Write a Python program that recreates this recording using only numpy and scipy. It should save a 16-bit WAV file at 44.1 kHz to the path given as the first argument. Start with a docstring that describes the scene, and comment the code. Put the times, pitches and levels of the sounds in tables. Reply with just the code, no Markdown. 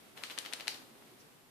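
"""A tiled room, with a small dog shaking its head a metre or two from a stereo microphone.
At each turn the ears brush the head and then whip against it, loud on one swing and softer on the way
back, while the coat swishes. The room rings briefly; then paws pad and scuff over quiet room noise."""
import sys
import numpy as np
from scipy import signal
from scipy.fft import rfft, irfft
from scipy.io import wavfile

SR = 44100
rng = np.random.default_rng(int(sys.argv[2]) if len(sys.argv) > 2 else 0)


def waveform_to_disk(signal):
    """Save audio, clipped to [-1, 1], as 16-bit WAV at the path in sys.argv[1]."""
    frames = np.transpose(np.atleast_2d(signal))
    scaled = np.clip(frames, -1, 1) * 32767
    samples = np.round(scaled).astype(np.int16)
    wavfile.write(sys.argv[1], SR, samples)


N = 66150


def undb(db):
    """Decibels to gain."""
    return 10 ** (np.asarray(db) / 20)


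def curve(rows, at):
    """Straight lines through a two-column table."""
    return np.interp(at, *np.array(rows).T)


def unit(x):
    """Scale each channel to unit energy."""
    return x / np.sqrt(np.sum(x ** 2, axis=-1, keepdims=True))


def pan(db):
    """Left and right gains for a level difference."""
    return undb(np.array([[db], [-db]]) / 2)


def clock(size=4096):
    """Time axis in seconds, by default for one short event."""
    return np.arange(size) / SR


def add(out, start, x):
    """Mix a sound in at a time."""
    i = int(start * SR)
    out[:, i:i + x.shape[-1]] += x[..., :N - i]


def colour(x, points, tilt_db=0):
    """Causal filter through (Hz, dB) points, with a tilt per octave above 1024 Hz."""
    n = x.shape[-1]
    octave = np.log2(np.maximum(np.fft.rfftfreq(2 * n, 1 / SR), 1))
    hz, db = np.array(points).T
    gain = undb(np.interp(octave, np.log2(hz), db) + tilt_db * np.maximum(octave - 10, 0))
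    cepstrum = irfft(np.log(gain))[:n]
    cepstrum[1:] *= 2  # minimum phase
    return irfft(rfft(x, 2 * n) * np.exp(rfft(cepstrum, 2 * n)))[..., :n]


def burst(envelope, crack=0):
    """Stereo patter of tiny contacts under an envelope, around an optional crack."""
    white = rng.standard_normal((3, len(envelope)))
    x = unit((white[:2] + white[2]) * envelope) + crack
    for _ in range(4):  # even out the spectrum while keeping the burst short
        flat = irfft(np.exp(1j * np.angle(rfft(x))), len(envelope))
        x = flat * envelope ** .25
    return unit(x)


# Likeness of noise on the microphone's two sides (frequency [Hz], correlation [0-1])
STEREO_LIKENESS = [(60, 0.28), (200, 0.42), (700, 0.32), (1500, 0)]

def noise(points):
    """Coloured noise of rms 1, partly alike left and right in the bass."""
    alike = curve(STEREO_LIKENESS, np.fft.rfftfreq(N, 1 / SR))
    mid, side = rfft(rng.standard_normal((2, N)))
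    mid, side = mid * np.sqrt(1 + alike), side * np.sqrt(1 - alike)
    stereo = irfft(np.array([mid + side, mid - side]), N)
    return unit(colour(stereo, points)) * np.sqrt(N)


# Room tone (frequency [Hz], level [dB])
AIR_SPECTRUM = [(25, -26), (60, -27.5), (85, -21), (125, -10), (190, -13.5), (260, -12.5), (420, -14),
                (560, -19), (780, -17.5), (1400, -21.5), (3000, -24), (5500, -29), (9000, -28.5),
                (14500, -29)]

def room_tone():
    """Quiet, steady air all around the microphone."""
    return noise(AIR_SPECTRUM) * undb(-62)


# Rustle of the dog moving about (time [s], level [dB])
SCUFF_LEVEL = [(0, -60), (0.07, -59.5), (0.13, -62), (0.3, -70), (0.82, -59), (0.92, -61), (1.1, -60),
               (1.17, -63), (1.22, -60), (1.33, -65), (1.5, -72)]
# Its tone (frequency [Hz], level [dB])
SCUFF_SPECTRUM = [(60, -8), (250, 13), (600, 6.5), (1300, 2), (4000, -0.5), (6500, -8.5), (10000, -4),
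                  (15000, -9.5)]

def scuffing(t):
    """The dog rustles and scuffs, mostly before and after the shake."""
    return noise(SCUFF_SPECTRUM) * undb(curve(SCUFF_LEVEL, t))


# Vigour of the shake (time [s], level [dB])
SWISH_LEVEL = [(0.14, -76), (0.175, -53), (0.3, -53.5), (0.45, -53.5), (0.6, -53.5), (0.74, -55.5),
               (0.8, -57), (0.9, -77)]
# Swishing fur (frequency [Hz], level [dB])
FUR_SPECTRUM = [(60, -26.5), (170, -5.5), (280, 7.5), (600, 6), (1300, 5), (3000, -0.5), (6000, -8.5),
                (10000, -6.5), (15000, -8)]

def coat(t, turn_hz=13.71, turn_at_s=0.459, depth_db=2.5):
    """Fur and loose skin swish near centre, swelling at every turn of the head."""
    swing_db = depth_db * np.cos(2 * np.pi * turn_hz * (t - turn_at_s))
    return noise(FUR_SPECTRUM) * undb(curve(SWISH_LEVEL, t) + swing_db) * pan(-0.5)


# Ears brushing the head (time [s], level [dB], length [s], room send [dB], treble tilt [dB/octave])
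EAR_FLAPS = [(0.1724, -31, 0.0037, 12, -2), (0.1752, -27, 0.0026, 7, 1.5), (0.2990, -22.5, 0.0033, 6.5, 1),
             (0.305, -23.5, 0.0045, 2.5, 1), (0.3099, -23.5, 0.005, 7, 5),
             (0.3137, -26.5, 0.00235, 4, -3.5), (0.3774, -19.5, 0.0012, 6, 0.5),
             (0.3793, -17.5, 0.0015, 7.5, -1), (0.4494, -22, 0.006, 10.5, 1),
             (0.461, -25.5, 0.0021, 3, 1.5), (0.5258, -17.3, 0.0047, 6.5, -0.9),
             (0.598, -21.5, 0.0038, 8.5, 0), (0.6719, -18.5, 0.0024, 9.5, 1),
             (0.741, -24, 0.0094, 5.5, 3.5)]
# Soft ear leather (frequency [Hz], level [dB])
FLAP_SPECTRUM = [(60, -47), (170, -22.5), (300, -10.5), (700, -6.5), (1200, -3.5), (2000, 0), (3100, 0.5),
                 (5000, -11), (10000, -22.5), (16000, -31)]

def ear_flaps():
    """The ear leather brushes the head in a dull patter. Gives direct sound and room send."""
    direct, send, t = np.zeros((2, N)), np.zeros((2, N)), clock()
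    for start, db, length, room_db, tilt_db in EAR_FLAPS:
        patter = burst(np.exp(-(t / length) ** 4))
        flap = undb(db) * unit(colour(patter, FLAP_SPECTRUM, tilt_db))
        add(direct, start, flap * pan(-1.5))
        add(send, start, flap * undb(room_db))
    return direct, send


# The dog's ears as heard at the microphone (frequency [Hz], left minus right [dB])
DIRECT_BALANCE = [(300, 1), (800, -3), (1800, 4), (3800, 12), (7000, 6.5), (12000, 0)]

def direct_path(x):
    """Sound straight from the ears, a metre or two off, arrives with its treble to the left."""
    balance = curve(DIRECT_BALANCE, np.fft.rfftfreq(N, 1 / SR))
    return irfft(rfft(x) * undb(np.array([balance, -balance]) / 2), N)


# Ring of the tiled room (frequency [Hz], level [dB])
ROOM_SPECTRUM = [(60, 12), (300, 0.5), (1000, -6), (2300, -8), (4200, 0), (7000, -1), (10000, -3.5),
                 (15000, 3)]

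def room_echo(x, low_t60_s=0.39, treble_t60_s=0.31, first_echo_s=0.003, blur_s=0.032):
    """Distinct echoes off tiles and furniture blur into a short tail whose treble dies first."""
    t = clock(N)
    grain = np.exp(0.26 * np.exp(-t / blur_s) * rng.standard_normal((2, N)))
    echoes = rng.standard_normal((2, N)) * grain * (t > first_echo_s)
    low = signal.sosfilt(signal.butter(1, 4000, fs=SR, output="sos"), echoes)
    tail = low * undb(-60 * t / low_t60_s) + (echoes - low) * undb(-60 * t / treble_t60_s)
    response = colour(unit(tail), ROOM_SPECTRUM)
    return signal.fftconvolve(x, response, axes=1)[:, :N] * undb(-2) * pan(2.5)


# Ear tips whipping the head (time [s], level [dB], treble tilt [dB/octave], room send [dB],
# relative pop level [dB], pop frequency [Hz], contact decay [s], smack pitch [ratio], cupping [0-1])
EAR_SLAPS = [(0.2368, -14, -1.5, 5, -14, 1280, 0.0018, 0.99, 0),
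             (0.3874, -10.5, 5, -3.5, -40, 760, 0.00097, 0.95, 0.23),
             (0.4614, -21.5, -2, -4.5, -17, 810, 0.0014, 1.1, 0.1),
             (0.5351, -11.5, 3, -2, -13.5, 760, 0.0023, 0.93, 0.6),
             (0.6080, -22, -3, 1, -12, 634, 0.0015, 1.07, 1),
             (0.6803, -6.5, -1, 1.5, -16, 855, 0.00097, 1.033, 0.98)]
# Smack of ear leather (frequency [Hz], level [dB])
SLAP_SPECTRUM = [(60, -38), (320, -15), (650, -16), (1100, -12.5), (1700, 1), (2400, 4), (3300, 1),
                 (4300, 0), (5300, -6), (6600, -7.5), (10000, -6), (12200, -13.5), (16000, -51)]
# A fully cupped ear: two resonances with a dip between them (frequency [Hz], gain [dB])
CUP_SPECTRUM = [(1000, 0), (1700, -1.5), (2400, 1.5), (2850, -0.5), (3300, -8), (3800, 1), (4400, 3.5),
                (5400, 2.5), (7000, -1.5)]

def ear_slaps(lead_s=0.0008, rise_s=0.000356, pop_ring_s=0.0011):
    """Skin cracks and trapped air pops, hollow when the ear cups. 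Gives direct sound and room send."""
    direct, send, t = np.zeros((2, N)), np.zeros((2, N)), clock()
    since_hit = t - lead_s
    crack = -undb(-8) * signal.unit_impulse(len(t), int(lead_s * SR))
    for start, db, tilt_db, room_db, pop_db, pop_hz, decay, pitch, cupping in EAR_SLAPS:
        pop = unit(np.sin(2 * np.pi * pop_hz * t) * t * np.exp(-t / pop_ring_s))
        leather = [(hz * pitch, level) for hz, level in SLAP_SPECTRUM]
        cup = [(hz * pitch, level * cupping) for hz, level in CUP_SPECTRUM]
        contact = np.exp(np.minimum(since_hit / rise_s, -since_hit / decay))
        smack = colour(burst(contact, crack), leather, tilt_db)
        slap = undb(db) * (unit(colour(smack, cup)) + undb(pop_db) * pop)
        add(direct, start - lead_s, slap)
        add(send, start - lead_s, slap * undb(room_db))
    return direct, send


# Paws on the tiles (time [s], level [dB], thud frequency [Hz], relative click level [dB])
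PAW_STEPS = [(0.825, -35.5, 435, -8), (0.908, -30.5, 229, -18), (0.953, -40.5, 393, 5),
             (1.022, -44.5, 220, 10.5), (1.075, -35.5, 280, -1.5), (1.112, -33, 364, -12)]
# Claws on tile (frequency [Hz], level [dB])
CLAW_SPECTRUM = [(50, -27), (300, 4), (900, 5.5), (2000, 1), (4000, -12), (15000, -31)]

def paws(ring_s=0.011, click_decay_s=0.0095):
    """Each step is a soft low thud with a click of claws, centred and dry."""
    out, t = np.zeros((2, N)), clock()
    for start, db, hz, click_db in PAW_STEPS:
        thud = unit(np.sin(2 * np.pi * hz * t) * t * np.exp(-t / ring_s))
        click = unit(colour(burst(np.exp(-t / click_decay_s)), CLAW_SPECTRUM))
        add(out, start, undb(db) * (thud + undb(click_db) * click))
    return out


# A light, hissy brush (frequency [Hz], level [dB])
BRUSH_SPECTRUM = [(100, -26), (3000, -15), (5500, 6), (8000, -6), (15000, -20.5)]

def brush(t, at_s=1.21, width_s=0.017):
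    """One faint brushing sound swells and fades after the last step."""
    return noise(BRUSH_SPECTRUM) * undb(-64) * np.exp(-((t - at_s) / width_s) ** 2)


def scene():
    """Everything that reaches the microphone; only the ears set the room ringing."""
    t = clock(N)
    background = room_tone() + scuffing(t) + brush(t)
    slaps, slap_send = ear_slaps()
    flaps, flap_send = ear_flaps()
    ears = direct_path(flaps + slaps) + room_echo(flap_send + slap_send)
    return background + ears + coat(t) + paws()


def record(dry, top_hz=14550):
    """The recorder cuts the highest treble steeply."""
    return signal.sosfilt(signal.ellip(8, .2, 70, top_hz, fs=SR, output="sos"), dry)


dry = scene()
out = record(dry)
waveform_to_disk(out)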